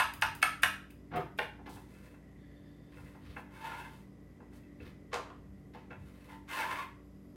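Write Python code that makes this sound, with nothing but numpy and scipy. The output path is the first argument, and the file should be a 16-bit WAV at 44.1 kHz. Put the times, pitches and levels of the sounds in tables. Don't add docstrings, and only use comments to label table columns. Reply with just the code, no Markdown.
import sys
import numpy as np
from scipy import signal
from scipy.fft import rfft, irfft, next_fast_len
from scipy.io import wavfile
from scipy.ndimage import uniform_filter1d

SR = 44100
rng = np.random.default_rng(int(sys.argv[2]) if len(sys.argv) > 2 else 0)


def dump(signal):
    limited = np.clip(np.atleast_2d(signal).T, -1, 1)
    pcm = np.round(limited * 32767).astype(np.int16)
    wavfile.write(sys.argv[1], SR, pcm)


N = 324554
LEAD = 2048
M = N + LEAD
TIME = (np.arange(M) - LEAD) / SR


# time_s, peak_db, blade_db (relative to peak), contact_s,
# hardness_db_per_octave
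CLACKS = [(-0.008, -13, -8.5, 0.0056, -1.5), (0.223, -14.5, -13.5, 0.0034, -2.5),
          (0.428, -10.5, -7, 0.0035, 4), (0.634, -11.5, -8.5, 0.0034, 4)]
# time_s, peak_db, body_db (relative to peak), contact_s
FAINT_TICKS = [(0.1365, -34.5, -7.5, 0.004), (0.35, -39, -22.5, 0.0046), (0.212, -39, -7, 0.0084),
               (0.416, -41.5, 7, 0.012), (0.618, -37.5, 0, 0.02), (0.903, -51.5, -0.5, 0.0088),
               (1.155, -47.5, 5, 0.02), (1.374, -49, 0, 0.017)]
# pitch_hz, width_hz, level_db
PEELER_MODES = [(850, 70, -6), (1152, 40, -1.5), (1294, 30, 4.5), (1410, 18, 3), (1553, 20, -0.5),
                (1760, 60, 6.5), (2003, 20, -1), (2198, 30, 5), (2460, 120, -0.5), (2618, 85, 1),
                (2965, 40, -8), (3190, 40, -10.5), (3770, 60, -14.5), (4195, 25, -18)]
# pitch_hz, width_hz, level_db
BLADE_MODES = [(4940, 115, -1), (6330, 51, -5.5), (6500, 19, -10.5), (8930, 110, 2), (9460, 43, 0),
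               (11310, 66, 0), (12800, 22, -6), (13240, 38, -4), (14100, 51, -17)]
# time_s, peak_db, blade_db (relative to peak), contact_s
LAID_KNOCKS = [(1.387, -24.5, -26, 0.0047), (1.3915, -20.5, -17, 0.00207), (1.414, -33.5, -16, 0.0071),
               (1.43, -31, -20, 0.0058), (1.454, -39.5, -26, 0.0048)]
# pitch_hz, width_hz, level_db
HANDLE_MODES = [(510, 71, 0.5), (840, 32, 2), (1083, 17, -3), (1320, 20, -3), (1580, 107, 3), (1830, 57, 5),
                (2020, 89, 1), (2400, 172, 2), (2780, 46, 1), (3600, 150, -14), (3970, 52, -19)]
# time_s, peak_db, thud_db (relative to peak), hardness_db_per_octave, contact_s
KNOCKS = [(1.589, -50, 1, -13, 0.01), (1.661, -52, 3, -6, 0.004), (1.672, -42.5, -11, -16, 0.0081),
          (1.757, -52.5, -4, -17, .01), (1.765, -50, -22, 1, 0.012), (1.688, -46.5, -2, -40, 0.0056),
          (1.78, -51, -2, -12, 0.0052), (2.138, -56, -15, 0, 0.011), (2.979, -54, -20, -8, 0.016),
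          (3.142, -52.5, -23, -9, 0.02), (3.36, -35.5, -12.5, 0, 0.017), (4.401, -50.5, 0.5, -8.5, 0.0098),
          (4.522, -57.5, -16, -3, 0.014), (4.633, -62.5, -15, 18, 0.0067), (4.8, -48.5, 5, 12, 0.01),
          (5.745, -42.5, -8, -22, 0.0079), (5.903, -43.5, -25, -3, 0.017)]
# pitch_hz, width_hz, level_db
BOARD_MODES = [(1383, 81, 10), (1555, 88, 9.5), (1732, 126, 8), (1995, 93, 11), (2040, 204, 9.5),
               (2644, 123, 9), (2930, 260, -10.5), (3304, 58, 3), (3630, 200, -16.5), (3960, 190, -11)]
# pitch_hz, width_hz, level_db
BOARD_LOWEST_MODE = (853, 190, 5.1)
BOARD_LOW_HZ = [770, 828, 896, 962, 1034, 1117, 1216]
# frequency_hz, density_db_per_hz
WOOD_SPECTRUM = [(200, -33), (340, 0.5), (374, 2), (448, -11), (556, 0.5), (760, -7.5), (932, 6), (1250, 3),
                 (1600, -8), (1850, -5), (3300, -7.5), (6000, -36), (7800, -63), (13200, -120)]
# time_s, level_db, hiss_db
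SCRAPES = [
    [(3.5, -66, -83), (3.566, -57.5, -71.5), (3.64, -44, -62.5), (3.744, -44, -66.5), (3.778, -52, -67),
     (3.83, -50.5, -68.5), (3.994, -67.5, -74), (4.05, -80, -85)],
    [(6.28, -61, -78), (6.31, -54, -70), (6.35, -56.5, -75), (6.41, -84, -91.5)],
    [(6.468, -69, -80), (6.492, -45, -62), (6.54, -38.5, -51.5), (6.618, -38, -57), (6.68, -43, -61.5),
     (6.722, -39.5, -56.5), (6.83, -44.5, -66.5), (6.9, -70, -98)],
]
# time_s, low_hz, low_db, upper_hz
EDGE_PATH = [(3.5, 950, -17, 1770), (3.62, 935, -9, 1690), (3.75, 914, -11, 1510), (3.86, 925, -11, 1560),
             (3.92, 930, -26, 2600), (6.279, 910, -7, 2050), (6.41, 900, -17, 2050), (6.48, 950, -22, 1750),
             (6.56, 930, -10, 1790), (6.66, 980, -11.5, 1700), (6.74, 980, -13.5, 1400),
             (6.79, 1110, -11, 1400), (6.82, 1120, -9, 3200), (6.9, 1110, -9, 2680)]
# time_s, peak_db, contact_s
SNAGS = [(6.482, -49, 0.00293), (6.562, -36, 0.0017), (6.587, -38, .002), (6.6225, -25, 0.00055),
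         (6.657, -33, 0.0016), (6.715, -26, .0008), (6.76, -30, 0.0018)]
# frequency_hz, density_db_per_hz
HISS_SPECTRUM = [(1760, -40), (3000, -9), (3970, -8), (5290, -12.5), (7250, -14.5), (8820, -12.5),
                 (12400, -16.5), (15300, -19), (16000, -23)]
# start_s, rise_s, hold_s, fall_s, level_db, hiss_db, rasp_db
SWEEPS = [(1.656, 0.0039, 0.022, 0.02, -59.5, -68, -60.5), (1.68, 0.012, 0.06, 0.17, -75, -64, -103),
          (1.77, 0.15, 0.16, 0.24, -69.5, -73.5, -97), (2.86, 0.068, .01, .08, -71.5, -76, -76),
          (2.92, 0.052, 0.026, 0.12, -67.5, -71, -88), (3.0, 0.064, 0.038, 0.4, -71, -75, -84),
          (3.17, 0.082, 0.068, 0.1, -77, -74, -66), (3.33, 0.029, 0.046, .04, -71, -73, -80),
          (4.49, 0.047, 0.019, .12, -75.5, -70.5, -98), (4.765, 0.054, 0.048, 0.11, -70.5, -71.5, -65.5),
          (5.733, 0.0055, 0.0029, 0.18, -65, -74.5, -65), (5.896, 0.012, 0.003, 0.063, -51.5, -76, -64),
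          (5.95, 0.068, 0.065, 0.13, -75, -77.5, -90), (6.04, 0.11, 0.11, 0.22, -71.5, -73.5, -79)]
# frequency_hz, density_db_per_hz
BRUSH_SPECTRUM = [(290, -40), (500, 5), (677, -9), (741, -29), (956, -2), (1150, -7), (2600, -7.5),
                  (3380, -60), (5720, -120)]
# start_s, rise_s, hold_s, fall_s, level_db
WIPES = [(2.36, 0.022, 0.55, .05, -77)]
# pitch_hz, width_hz, level_db
KNIFE_MODES = [(1746, 39, 3.5), (2040, 31, -15), (3060, 120, -12), (3350, 31, -6), (3540, 52, -4),
               (4640, 64, -9)]
# start_s, rise_s, hold_s, fall_s, level_db, bass_db, hiss_db
CARROT_BUMPS = [(1.102, 0.017, 0.027, 0.081, -49, -45, -81), (1.118, 0.039, 0.022, 0.052, -42.5, -37, -73),
                (1.19, 0.0093, 0.0097, 0.048, -52.5, -54, -71)]
# frequency_hz, density_db_per_hz
BUMP_SPECTRUM = [(320, -36), (550, -35.5), (728, -5), (963, -9), (1440, -7.5), (1520, -8.5), (3000, -22),
                 (6000, -44), (7800, -80), (13200, -120)]
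# pitch_hz, width_hz, level_db
CARROT_MODES = [(133, 66, 4.5), (377, 81, 4), (510, 68, -2), (716, 67, 3), (1288, 98, -7.5),
                (1427, 48, -12)]
# start_s, rise_s, hold_s, fall_s, level_db, hiss_db
BOX_DROPS = [(5.108, 0.011, 0.009, 0.03, -55, -72), (5.1285, 0.00077, 0.0044, 0.0072, -40.5, -52),
             (5.132, 0.0047, 0.017, 0.098, -40.5, -55), (5.14, 0.0017, 0.0023, 0.0042, -56, -36),
             (5.2, 0.044, 0.028, 0.28, -60.5, -97), (5.3, 0.0018, .002, 0.0067, -51, -68)]
# frequency_hz, density_db_per_hz
BOX_SPECTRUM = [(180, -35), (300, -17), (385, 1.5), (442, -3.5), (560, -2), (800, -4), (1200, 1.5),
                (2000, -5.5), (3200, -14), (5000, -26), (6500, -49), (11000, -120)]
# frequency_hz, time_to_fall_60_db_s, level_db
ROOM_DECAY = [(150.8, 0.32, 1), (390, 0.31, 3), (830, 0.37, 4), (2040, 0.39, -6.5), (3420, 0.39, -3.5),
              (5540, 0.38, -4.5), (14100, 0.28, 2.5)]
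# pitch_hz, level_db (rms before wavering)
HUM = [(59.2, -62), (91.5, -66.5), (118.4, -69.5), (150.7, -63), (193.8, -62), (242.2, -68), (290.7, -62),
       (371.4, -74), (581.4, -78.5), (764.4, -84.5)]
# pitch_hz, width_hz, level_db (rms before wavering)
WHINES = [(1960, 100, -76), (4960, 120, -91), (11600, 560, -90)]
# peak_s, level_db
RUMBLE_SWELLS = [(0.0, -52), (.26, -49.5), (.65, -50.5), (1.17, -51), (1.43, -58), (1.759, -55.5),
                 (3.05, -54), (3.3, -55.5), (3.829, -64), (4.85, -51), (5.18, -64.5), (5.49, -58),
                 (6.03, -51)]
# frequency_hz, density_db_per_hz
AIR_SPECTRUM = [(190, -30), (330, -12), (376, -1.5), (503, -9.5), (592, -7.5), (793, -20), (860, -25),
                (1010, -15), (1450, -22), (1970, -25.5), (3370, -30), (4810, -34.5), (6140, -32.5),
                (11600, -38), (16000, -46)]

CHATTER_S, CHATTER_DB = 0.0356, -23
HEEL_S, HEEL_DB, HEEL_TILT_DB = 0.002984, 5, -5
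GRIP_SHARE, GRIP_DB = .005, 1.5
BOUNCE_S, BOUNCE_DB = .014, -6.5
FAVOUR_DB, FAVOUR_HZ = 4.5, 170
SWELL_DEPTH_DB = 30
ROOM_GAP_S, EARLY_DB, EARLY_S = 0.0022, -15.5, 0.017
RUMBLE_DB, RUMBLE_RISE_S, RUMBLE_FALL_S = -64.5, 0.21, 0.21
DRONE_DB, AIR_DB = -60.5, -68
TOP_HZ = 16200


def clacks():
    out = np.zeros(M)
    for s, db, blade_db, contact, hard_db in CLACKS:
        body = vary(PEELER_MODES)
        tip_push = band(blow(contact), 460.0, 3800.0)
        heel_push = np.roll(band(blow(0.49 * contact), 700.0, 6400.0), int(HEEL_S * SR))
        tip = ring(tip_push, tilt(body, hard_db), 3.3)
        heel = undb(HEEL_DB) * ring(heel_push, tilt(body, hard_db + HEEL_TILT_DB), 1.3)
        contact_noise = 1.2 * band(blow(1.8 * contact), 1000.0, 2800.0)
        add(out, s - .0025, tip + heel + contact_noise, db)

        t = np.arange(8192) / SR
        chatter = grit(5.)[:len(t)] * np.exp(-t / CHATTER_S) * np.clip(t / .008, 0, 1)
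        add(out, s, ring(chatter, body, 4.4) + 1.2 * band(chatter, 1500.0, 4010.0), db + CHATTER_DB)

        blade_push = blow(.5 * contact)
        blade = ring(blade_push, vary(BLADE_MODES), 4.0) + 0.2 * band(blade_push, 4200.0, 10000.0)
        add(out, s - .001, blade, db + blade_db)
    return out


def faint_ticks():
    out = np.zeros(M)
    for s, db, body_db, contact in FAINT_TICKS:
        push = blow(contact)
        add(out, s - .001, ring(push, BLADE_MODES, 1.2) + 0.39 * band(push, 4300.0, 22000.0), db)
        add(out, s - .001, ring(push, PEELER_MODES[-6:], 5.0), db + body_db)
    return out


def peeler_laid_down():
    out = np.zeros(M)
    for s, db, blade_db, contact in LAID_KNOCKS:
        push = blow(contact)
        handle = ring(push, HANDLE_MODES, 1.9) + 0.48 * band(push, 1170.0, 3270.0)
        blade = ring(push, vary(BLADE_MODES), 1.2) + 0.65 * band(push, 4100.0, 11400.0)
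        add(out, s - .001, handle, db)
        add(out, s - .001, blade, db + blade_db)
    return out


def carrot_bumps():
    bumps = dense_bumps()
    level, bass, hiss = swells(CARROT_BUMPS)
    wood = level * unit(colour(bumps, BUMP_SPECTRUM))
    thump = bass * unit(ring(bumps, CARROT_MODES, 0.52))
    return wood + thump + hiss * bump_hiss(bumps)


def board_knocks():
    out = np.zeros(M)
    for s, db, thud_db, hard_db, contact in KNOCKS:
        push = blow(contact) + undb(BOUNCE_DB) * np.roll(blow(contact), int(BOUNCE_S * SR))
        soft = band(band(push, 440.0, 2800.0), 440.0, 2800.0)
        modes = tilt([BOARD_LOWEST_MODE] + BOARD_MODES, hard_db)
        add(out, s - .002, ring(soft, modes, .8) + .12 * soft, db)
        add(out, s - .002, band(band(push, 146.0, 445.0), 180.0, 465.0), db + thud_db)
    return out


def hand_sweeps():
    rub = soft_rub()
    ticks = rng.standard_normal(M) * (rng.random(M) < 40 / SR)
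    body = unit(colour(rub, BRUSH_SPECTRUM)) + 0.79 * unit(ring(rub, BOARD_MODES, 0.1))
    body = body + 0.5 * unit(ring(ticks, BOARD_MODES, 1.6))
    rasp = unit(band(rub, 910.0, 4180.0))
    level, hiss_level, rasp_level = swells(SWEEPS)
    return level * body + hiss_level * unit(colour(rub, HISS_SPECTRUM)) + rasp_level * rasp


def knife_wipe():
    return swells(WIPES)[0] * unit(ring(soft_rub(), KNIFE_MODES, 1.5))


def knife_scrapes():
    edge = grit(4.5) * undb(2.5 * walk(60) + 3.0 * walk(200))
    s, low_hz, low_db, upper_hz = np.transpose(EDGE_PATH)
    low_gain = undb(np.interp(TIME, s, low_db) + 2.0 * walk(28))
    low = low_gain * glide(edge, np.interp(TIME, s, low_hz), 74.0)

    upper = np.interp(TIME, s, upper_hz)
    high = np.zeros(M)
    for k, mode in enumerate(BOARD_MODES):
        favour = FAVOUR_DB * np.exp(-((upper - mode[0]) / FAVOUR_HZ) ** 2)
        patchy = undb(5.3 * walk(30) + favour)
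        high += (-1) ** k * patchy * ring(edge, [mode], 0.75)

    wood = low + undb(-6.0) * unit(high) + undb(-9.0) * unit(colour(edge, WOOD_SPECTRUM))
    out = gain(SCRAPES, 1) * wood + gain(SCRAPES, 2) * unit(colour(edge, HISS_SPECTRUM))

    snag_modes = [(hz, 60., 0) for hz in BOARD_LOW_HZ[3:5]]
    for at, db, contact in SNAGS:
        push = band(blow(contact), 960.0, 2550.0)
        add(out, at - contact, push + .3 * ring(push, snag_modes, 0.94), db)
    return out


def box_drops():
    bumps = dense_bumps()
    patter, rustle = swells(BOX_DROPS)
    return patter * unit(colour(bumps, BOX_SPECTRUM)) + rustle * bump_hiss(bumps)


def room(x):
    t = np.arange(SR // 2) / SR
    hz, t60, db = np.transpose(ROOM_DECAY)
    tail = 0
    for f in 100 * 2 ** np.arange(8.):
        fall_s = np.interp(np.log(f), np.log(hz), t60)
        decay = undb(-60 * t / fall_s + np.interp(np.log(f), np.log(hz), db))
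        tail = tail + decay * band(rng.standard_normal(len(t)), f / 2 ** .5, f * 2 ** .5)
    tail = tail * np.clip(t / ROOM_GAP_S, 0, 1) * (1 + undb(EARLY_DB) * np.exp(-t / EARLY_S))
    tail = tail / np.sqrt(np.sum(tail ** 2))
    return x + signal.fftconvolve(x, tail)[:M]


def fridge():
    out = np.zeros(M)
    for hz, db in HUM:
        turn = 2 * np.pi * (hz * TIME + rng.random()) + 0.72 * walk(4.8)
        out += 2 ** .5 * undb(db + 4.5 * walk(11)) * np.sin(turn)
    for hz, width, db in WHINES:
        whine = unit(ring(rng.standard_normal(M), [(hz, width, 0)], 0.91))
        out += undb(db + 4.3 * walk(3.1) + 3.1 * walk(15)) * whine
    return out


def rumble():
    rows = [(s - RUMBLE_RISE_S, RUMBLE_RISE_S, 0, RUMBLE_FALL_S, db) for s, db in RUMBLE_SWELLS]
    level = swells(rows)[0] + undb(RUMBLE_DB + 3.0 * walk(10))
    return level * unit(band(band(rng.standard_normal(M), 49.0, 129.4), 40., 220.0))


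def kitchen_air():
    air = undb(AIR_DB) * unit(colour(rng.standard_normal(M), AIR_SPECTRUM))
    drone = unit(band(rng.standard_normal(M), 115., 337.0))
    return air + undb(DRONE_DB + 2.0 * walk(1.9)) * drone


def blow(contact_s):
    t = np.arange(4096) / SR / max(contact_s, .0003)
    shape = t * np.exp(-2 * t ** 2)
    x = rng.standard_normal(len(t))
    for _ in range(6):
        spec = rfft(shape * x / (uniform_filter1d(np.abs(x), size=32) + 1e-9))
        x = irfft(spec / np.abs(spec))
    return x * np.clip(4 * shape, 0, 1)


def grit(spiky_db):
    return unit(rng.standard_normal(M) * undb(spiky_db * np.minimum(rng.exponential(size=M), 5)))


def soft_rub():
    return grit(4.5) * undb(2.0 * walk(25) + 3.5 * walk(80) + 3.0 * walk(250))


def dense_bumps():
    return grit(3.5) * undb(3.0 * walk(120))


def bump_hiss(bumps):
    return unit(band(bumps, 1600.0, 6400.0))


def ring(x, modes, widen):
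    out = 0
    for k, (hz, width, db) in enumerate(modes):
        b, a = signal.iirpeak(hz, hz / (width * widen), SR)
        out = out + (-1) ** k * undb(db) * signal.lfilter(b, a, x)
    return out


def glide(x, hz, width):
    out = 0
    for f in BOARD_LOW_HZ:
        mode = [(f, width, 0)]
        nearness = np.exp(-((hz - f) / width) ** 2)
        out = out + nearness * unit(ring(ring(x, mode, 1), mode, 2.7))
    return out


def tilt(modes, db):
    return [(hz, width, level + db * np.log2(hz / 1500)) for hz, width, level in modes]


def vary(modes):
    shifts = rng.standard_normal((len(modes), 2))
    return [(hz * (1 + GRIP_SHARE * a), width, db + GRIP_DB * b)
            for (hz, width, db), (a, b) in zip(modes, shifts)]


def swells(rows):
    out = np.zeros((len(rows[0]) - 4, M))
    for row in rows:
        corners = np.cumsum([row[0], *np.maximum(row[1:4], .001)])
        span = slice(*np.searchsorted(TIME, corners[[0, -1]]))
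        shape_db = np.interp(TIME[span], corners, [-SWELL_DEPTH_DB, 0, 0, -SWELL_DEPTH_DB])
        shape = undb(shape_db) - undb(-SWELL_DEPTH_DB)
        out[:, span] += np.outer(undb(row[4:]), shape)
    return out


def gain(tables, column):
    out = np.zeros(M)
    for rows in tables:
        rows = np.array(rows)
        edge = np.clip(np.minimum(TIME - rows[0, 0], rows[-1, 0] - TIME) / .01, 0, 1)
        out += edge * undb(np.interp(TIME, rows[:, 0], rows[:, column]))
    return out


def walk(rate):
    k = int(SR / rate)
    return 0.6 * uniform_filter1d(np.repeat(rng.standard_normal(M // k + 1), k), k)[:M]


def add(out, s, x, db):
    i = int(s * SR) + LEAD
    out[i:i + len(x)] += x * undb(db) / np.abs(x).max()


def colour(x, points):
    size = next_fast_len(len(x))
    hz, db = np.transpose(points)
    f = np.arange(size // 2 + 1) * SR / size + 1
    shape = undb(np.interp(np.log(f), np.log(hz), db, -80, -80))
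    return irfft(rfft(x, size) * shape, size)[:len(x)]


def band(x, lo_hz, hi_hz):
    sos = signal.butter(2, [lo_hz, min(hi_hz, .45 * SR)], "band", fs=SR, output="sos")
    return signal.sosfilt(sos, x)


def undb(db):
    return 10 ** (np.asarray(db) / 20)


def unit(x):
    return x / np.sqrt(np.mean(x ** 2))


def scene():
    peeler = clacks() + faint_ticks() + peeler_laid_down()
    hands = carrot_bumps() + board_knocks() + hand_sweeps() + knife_wipe()
    clearing = knife_scrapes() + box_drops()
    background = fridge() + rumble() + kitchen_air()
    return (room(peeler + hands + clearing) + background)[None, LEAD:]


def record(dry):
    return signal.sosfilt(signal.ellip(10, .2, 70, TOP_HZ, fs=SR, output="sos"), dry)


dry = scene()
out = record(dry)
dump(out)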